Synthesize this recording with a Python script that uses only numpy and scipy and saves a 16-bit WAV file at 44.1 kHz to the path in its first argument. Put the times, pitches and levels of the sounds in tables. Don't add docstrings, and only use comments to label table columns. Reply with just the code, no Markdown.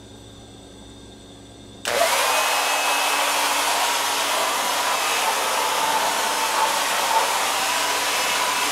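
import sys
import numpy as np
from scipy import signal
from scipy.fft import rfft, irfft, next_fast_len
from scipy.io import wavfile
from scipy.ndimage import uniform_filter1d

SR = 44100
rng = np.random.default_rng(int(sys.argv[2]) if len(sys.argv) > 2 else 0)


def unload_audio(sound):
    columns = np.transpose(np.atleast_2d(sound))
    steps = np.round(np.clip(columns, -1, 1) * 32767)
    wavfile.write(sys.argv[1], SR, steps.astype(np.int16))


def nominal_scale(level):
    x = np.asarray(level, float) / 20
    return 10 ** x


N = 384507
FULL_HZ = 290.6

# (frequency [Hz], density [dB per Hz])
JET_SPECTRUM = [(71, -56), (120, -23.5), (230, -14), (283, -11.5), (361, -14), (434, -8), (565, -5),
                (980, -1.5), (1740, -9), (3130, -10), (4910, -16), (6530, -18), (10900, -21.5),
                (13300, -26), (15700, -32)]
# (time [s], gain [dB])
ROOM_GAIN = [(0, 1), (1.98, 1), (2.1, -5.5), (2.7, -15.5), (3.45, -9.5), (3.6, -8), (5, -9), (6.2, -8),
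             (7.5, -8), (8.72, -5.5)]
# (time [s], rise [dB], half length [s])
JET_GUSTS = [(2.6, 1, 0.24), (3.75, 1, 0.33), (4.452, 2, 0.13), (4.947, 7.5, 0.12), (5.29, 8, 0.046),
             (5.951, 4, .2), (5.5, 1, .1), (6.62, 9, 0.12), (6.903, -2, .05), (7.167, 9.5, 0.092),
             (7.899, 1, 0.21), (8.502, 2.5, 0.18)]


def unit(x):
    return x / np.sqrt(np.mean(x ** 2) + 1e-20)


def along(points, hz):
    f, v = np.transpose(points)
    return np.interp(np.log(hz + 1), np.log(f + 1), v)


def curves(rows):
    s, *cols = np.transpose(rows)
    return [np.interp(np.arange(N) / SR, s, c) for c in cols]


def swells(rows):
    out = np.zeros(N + SR)
    for s, height, half in rows:
        n = round(2 * half * SR)
        out[round((s - half) * SR):][:n] += height * np.hanning(n)
    return out[:N]


def wobble(rate, depth_db=None):
    knots = rng.standard_normal(int(N * rate / SR) + 4)
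    if depth_db is not None:
        knots = nominal_scale(depth_db * knots)
    return np.interp(np.arange(N) * (rate / SR), np.arange(len(knots)), knots)


def filtered(x, response):
    m = next_fast_len(len(x) + 8192)
    return irfft(rfft(x, m) * response(np.fft.rfftfreq(m, 1 / SR)), m)[:len(x)]


def resonance(f, hz, width_hz):
    return 1j * f * width_hz / (hz * hz - f * f + 1j * f * width_hz)


def tone(hz, flutter_db, rate, blur):
    turns = np.cumsum(np.broadcast_to(hz, N)) / SR + rng.random()
    return unit(wobble(rate, flutter_db) * np.sin(2 * np.pi * turns + blur * wobble(rate)))


def narrow(hz, width_hz):
    slow = [filtered(rng.standard_normal(len(hz)), lambda f: 1 / (1 + 1j * f / width_hz) ** 2) for _ in "ab"]
    phase = 2 * np.pi * np.cumsum(hz) / SR
    return unit(slow[0] * np.cos(phase) + slow[1] * np.sin(phase))


def patchy(depth_db, size, count):
    z = signal.stft(rng.standard_normal(N + size), nperseg=size)[2]
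    field = uniform_filter1d(rng.standard_normal(z.shape), size=3, axis=0)
    field = uniform_filter1d(field, size=count, axis=1)
    return signal.istft(z * nominal_scale(depth_db * unit(field)), nperseg=size)[1][:N]


def shaft():
    # (time [s], loss [turns per s], half length [s])
    sags = [(4.33, 1.2, .2), (4.9, 1.2, .4), (6.5, .7, .4), (7.0, .8, .2), (7.6, .7, .2)]
    start_s, spin_up_s = 1.85, 0.13
    creep_hz, creep_s = 6.2, 1.9
    t = np.maximum(np.arange(N) / SR - start_s, 0)
    warming = FULL_HZ - creep_hz * np.exp(-t / creep_s)
    return warming * (1 - np.exp(-t / spin_up_s)) - swells(sags)


def running():
    return np.clip((np.arange(N) / SR - 1.868) / 0.027, 0, 1)


def kitchen():
    # (frequency [Hz], level [dB])
    hum = [(59.2, -55), (107.7, -53), (215.3, -58.5), (279.9, -52.5), (387.6, -59), (538.3, -62.5),
           (699.8, -68), (818.3, -68), (1588, -67.5), (2686, -75), (2745, -76), (3230, -73), (3472, -63.5),
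           (3655, -61), (3941, -92), (4269, -69), (4974, -74), (5959, -68.5), (6019, -75), (6368, -76),
           (7068, -69.5), (8032, -65), (8166, -83), (9200, -78), (10487, -86), (11897, -87)]
    # (frequency [Hz], width [Hz], level [dB])
    rings = [(195, 49, -55.5), (354, 80, -56.5), (455, 50, -61), (3455, 110, -60), (3660, 84, -60),
             (2110, 65, -74), (4700, 200, -72), (5920, 240, -67), (8070, 250, -62), (10400, 300, -78),
             (13100, 40, -90), (13500, 60, -90), (14900, 150, -88), (15300, 50, -92)]
    # (frequency [Hz], density [dB per Hz])
    room = [(15, -36), (25, -10), (107, -2.5), (156, -16), (275, -8.5), (700, -10), (1430, -20.5),
            (2440, -26.5), (3300, -22.5), (4500, -22), (5490, -29.5), (7500, -27), (8910, -33),
            (15700, -47)]
    # (time [s], frequency [Hz], level [dB], 60 dB decay [s])
    ticks = [(.16, 11900, -64, .5), (.2, 11500, -66, .02), (.32, 11000, -62, .02), (.325, 12300, -66, .03),
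             (.68, 11000, -58, .012), (.682, 12400, -60, .012)]
    lines = sum(nominal_scale(db + 1) * tone(hz, flutter_db=1.0 + hz / 4000, rate=6 + hz / 250, blur=.15 + hz / 7000)
                for hz, db in hum)

    def skirt_power(f):
        return sum(nominal_scale(2 * db) * SR / w * abs(resonance(f, c, w)) ** 4 for c, w, db in rings)

    skirts = 0.95 * filtered(rng.standard_normal(N), lambda f: np.sqrt(skirt_power(f)))
    hush = filtered(patchy(depth_db=2.0, size=2048, count=12), lambda f: nominal_scale(along(room, f)))
    hush = nominal_scale(-49.5) * unit(hush)
    t = np.arange(SR // 4) / SR
    for s, hz, db, t60 in ticks:
        hush[round(s * SR):][:len(t)] += nominal_scale(db - 60 * t / t60) * np.sin(2 * np.pi * hz * t)
    return lines + skirts + hush


def switch():
    # (time [s], peak [dB])
    snaps = [(1.8532, -19), (1.8524, -0.5), (1.876, -8), (1.878, 1), (1.8824, -13), (1.89, -15)]
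    # (frequency [Hz], level [dB], 60 dB decay [s])
    handle = [(1620, -7, .006), (2100, -14, .006), (2930, 2, 0.0054), (5500, -8, .006), (8000, 1, 0.0053),
              (10500, -14, .005)]
    out, t = np.zeros(N), np.arange(SR // 8) / SR
    for s, db in snaps:
        ring = sum(nominal_scale(level + rng.normal(0, 1.9) - 60 * t / t60) * np.sin(2 * np.pi * hz * t)
                   for hz, level, t60 in handle)
        crack = .6 * nominal_scale(-60 * t / .008) * rng.uniform(-1.7, 1.7, len(t))
        echo = 0.24 * nominal_scale(-60 * t / 0.16) * rng.standard_normal(len(t))
        onset = 1 - np.exp(-t * 2500)
        out[round(s * SR):][:len(t)] += nominal_scale(db - 5.5) * (ring + crack + echo) * onset
    return filtered(out, lambda f: (1j * f / (900 + 1j * f)) ** 2 / (1 + 1j * f / 9000) ** 3)


def buzz():
    # (time [s], level [dB])
    torque = [(1.868, -40), (1.872, -16), (1.9, -14.5), (1.95, -12.5), (1.99, -19), (2.04, -42)]
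    # (frequency [Hz], width [Hz], level [dB])
    shell = [(604, 170, -0.5), (1090, 860, -6.5), (2200, 920, -4)]
    mains_hz, count, length = 59.6, 22, 170
    times = 1.8698 + np.arange(count) / (2 * mains_hz)
    push = np.hanning(length)
    shape = rng.standard_normal(length)

    def casing(f):
        modes = sum((-1) ** k * nominal_scale(db) * resonance(f, c, w) for k, (c, w, db) in enumerate(shell))
        return modes / (1 + 1j * f / 2600) ** 3

    jolts = np.zeros(N)
    for s, change in zip(times, rng.standard_normal((count, length))):
        kick = np.pad((shape + 1.35 * change) * push, (0, 630))
        jolts[round(s * SR):][:800] += unit(filtered(kick, casing))
    return nominal_scale(curves(torque)[0] - 14.5) * jolts


def whine():
    # (time [s], blade tone level [dB])
    intake = [(1.93, -45), (2.02, -33), (2.5, -30.5), (2.95, -27), (3.15, -30.5), (3.35, -38), (3.6, -36),
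              (4.05, -54), (4.45, -39), (4.75, -47), (5.18, -30.5), (5.3, -47), (7.3, -48), (7.7, -34.5),
              (7.9, -46), (8.3, -31), (8.45, -46), (8.72, -50)]
    # (time [s], order [per turn], level [dB], half length [s])
    glints = [(2.75, 10, -40, 0.65), (3.87, 10, -37, 0.11), (4.252, 10, -43, .2), (4.696, 10, -40, .18),
              (5.151, 10, -40, .15), (7.248, 10, -41, .15), (7.8, 10, -37.5, 0.16), (8.3, 10, -41, .2),
              (2.56, 18, -41, 0.16), (3.45, 18, -44, .15), (4.2, 18, -45, .2), (4.8, 18, -46, .15),
              (5.851, 18, -48, .3), (6.363, 18, -41, 0.14), (7.2, 18, -46, 0.27), (8.2, 18, -45, 0.49),
              (8.6, 9, -32.5, .1), (5.003, 9, -40, .15), (5.901, 9, -47, 0.23), (6.421, 9, -43, .18),
              (6.951, 9, -41, .15), (3.4, 1, -52.5, 1), (2.3, 18, -44, .15), (7.699, 18, -47, .2)]
    shaft_hz = shaft()
    imbalance = nominal_scale(-47.5 + 1.1 * wobble(6)) * (shaft_hz / FULL_HZ) ** 3
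    steady = {1: imbalance, 9: nominal_scale(curves(intake)[0]), 10: nominal_scale(-53), 18: nominal_scale(-54)}
    out = np.zeros(N)
    for k, gain in steady.items():
        flashes = swells([(s, nominal_scale(db), half) for s, order, db, half in glints if round(order) == k])
        out += (gain + flashes) * tone(k * shaft_hz, flutter_db=1.5, rate=16, blur=0.32)
    return out


def pockets():
    # (time [s], frequency [Hz], level [dB], half length [s])
    passing = [(2.0, 421, -34, 0.092), (2.18, 560, -25.5, .12), (2.2, 1350, -46, 0.23),
               (2.55, 954, -32, .15), (3.4, 564, -47, 0.18), (3.45, 1151, -32, 0.15),
               (3.78, 723, -27.5, 0.18), (4.4, 627, -27.5, 0.17), (4.5, 1180, -31, 0.26),
               (4.9, 1652, -31, 0.11), (5.1, 452.7, -39, 0.32), (5.5, 703, -50, 0.31), (5.7, 1187, -31, .4),
               (6.3, 493.6, -37, 0.53), (7.6, 1142, -31, .15), (7.6, 2802, -34, 0.29), (7.9, 424, -35, .15),
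               (8.3, 2190, -31, 0.3), (8.4, 3876, -36, .3)]
    out = np.zeros(N + SR)
    for s, hz, db, half in passing:
        n = round(2 * half * SR)
        noise = narrow(np.full(n, hz), width_hz=25 + hz / 100)
        out[round((s - half) * SR):][:n] += nominal_scale(db - 3.5) * np.hanning(n) * noise
    return out[:N]


def howl():
    # (time [s], frequency [Hz], level [dB])
    whoop = [(1.92, 500, -41), (1.955, 525.2, -24), (1.99, 572.2, -20), (2.025, 705, -20.5),
             (2.05, 624, -23), (2.09, 760, -29)]
    # (from [s], to [s], from [Hz], to [Hz], level [dB])
    poses = [(2.201, 2.798, 830, 838, -35.5), (3.348, 4.897, 921, 992, -32),
             (5.292, 7.366, 892.4, 896, -31), (7.62, 8.714, 979, 991.5, -30.5)]
    turn_s, turn_db = 0.0997, 8
    held = []
    for a, b, lo, hi, db in poses:
        held += [(a - turn_s, lo, db - turn_db), (a, lo, db)]
        held += [(b, hi, db), (b + turn_s, hi, db - turn_db)]
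    hz, db = curves(whoop + held)
    core = tone(hz, flutter_db=3.0, rate=30, blur=0.94)
    return nominal_scale(db + swells(JET_GUSTS)) * unit(core + 1.02 * narrow(hz, width_hz=43))


def air():
    # (frequency [Hz], width [Hz], lift [dB])
    nozzle = [(3280, 380, 1.5), (6500, 830, 2)]
    edges_hz = (120, 400, 1500, 5000, 8500, 15900)
    # (time [s], nearness [dB], aim [1 at a surface, -1 into open air])
    hold = [(1.87, 5.5, 0), (2.1, 3.5, .5), (2.35, 1.8, 0.25), (2.8, 0, 0.13), (3.2, 1, 0.48),
            (3.7, 1.1, -0.58), (4.0, -.2, -1.11), (4.2, -0.5, -1), (4.42, -0.5, 0.64), (4.8, -0.3, 0.35),
            (5.15, 0.1, -0.56), (5.4, -0.4, 0.92), (6.0, -1, 1), (6.4, -0.4, -0.36), (7.0, 0, -0.1),
            (7.5, -0.5, -0.35), (7.8, -0.3, -1.16), (8.72, 0, -0.91)]
    # (level [dB], speed [dB per dB], nearness [dB per dB], aim [dB per unit], gust [dB per dB])
    laws = [(-38.5, 0.5, -1.5, 1.5, 0), (-26, 2.3, 1.1, 1.8, 0.27), (-28, 1, 1, -.5, -0.11),
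            (-34, 1, .7, -1, -0.17), (-35.5, 1.9, 1.57, 0.2, -0.19)]
    near = patchy(depth_db=1.2, size=256, count=40)
    echoed = patchy(depth_db=3, size=4096, count=9)

    def wet(f):
        return 1 / (1.145 + (f / 4000) ** 2)

    def above(f, hz):
        return 1 / (1 + (hz / (f + 1)) ** 8)

    flow = filtered(unit(near), lambda f: nominal_scale(along(JET_SPECTRUM, f)) * np.sqrt(1 - wet(f)))
    flow += filtered(unit(echoed), lambda f: nominal_scale(along(JET_SPECTRUM, f)) * np.sqrt(wet(f)))
    flow = filtered(flow, lambda f: nominal_scale(sum(db * abs(resonance(f, c, w)) ** 2 for c, w, db in nozzle)))
    flow *= nominal_scale(0.067 * wobble(7.2) + 0.38 * wobble(30))
    near_db, aim = curves(hold)
    speed_db = 20 * np.log10(np.maximum(shaft() / FULL_HZ, .1))
    drives = np.array([np.ones(N), speed_db, near_db, aim, swells(JET_GUSTS)])
    layers = []
    for law, lo, hi in zip(laws, edges_hz, edges_hz[1:]):
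        band = filtered(flow, lambda f: above(f, lo) - above(f, hi))
        layers.append(nominal_scale(np.dot(law, drives)) * unit(band))
    return nominal_scale(curves(ROOM_GAIN)[0]) * layers[0] + sum(layers[1:])


def scene():
    room = nominal_scale(curves(ROOM_GAIN)[0]) * kitchen()
    dryer = running() * (air() + howl() + pockets() + whine())
    mono = room + switch() + buzz() + dryer
    return np.array([mono, mono])


def side_flecks():
    moments = [2.027, 2.191, 2.701, 2.772, 3.004, 3.216, 3.306, 3.325, 3.421, 3.611, 3.956, 4.074, 4.235,
               4.696, 4.768, 4.978, 6.184, 6.215, 6.324, 6.49, 7.768, 8.202, 8.227, 8.277, 8.323, 8.415]
    frame, grid = 1024, 389
    lowest_hz, highest_hz = (4700, 9800), (9800, 15000)
    level_db, wide_hz = -22, 1200
    side, n = np.zeros(N), np.arange(2 * frame)
    fade = np.sin(np.pi * (n + .5) / (2 * frame))
    centres = rng.uniform(lowest_hz, highest_hz, (len(moments), 2))
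    for s, hz in zip(np.repeat(moments, 2), centres.ravel()):
        db = level_db + along(JET_SPECTRUM, hz)
        borders_hz = hz + np.array([-.5, .5]) * wide_hz
        bins = np.arange(*np.round(borders_hz * 2 * frame / SR))
        waves = np.cos(np.pi / frame * np.outer(n + .5 + frame / 2, bins + .5))
        noise = unit(waves @ rng.standard_normal(len(bins)))
        start = grid + frame * (round((s * SR - grid) / frame) - 1)
        side[start:][:2 * frame] += nominal_scale(db) * fade * noise
    return side


def low_pass(x):
    return signal.sosfilt(signal.butter(12, 16240, fs=SR, output="sos"), x)


def record(dry):
    side = side_flecks()
    mono = filtered(dry[0], lambda f: f < 15730)
    return low_pass(np.array([mono + side, mono - side]))


dry = scene()
out = record(dry)
unload_audio(out)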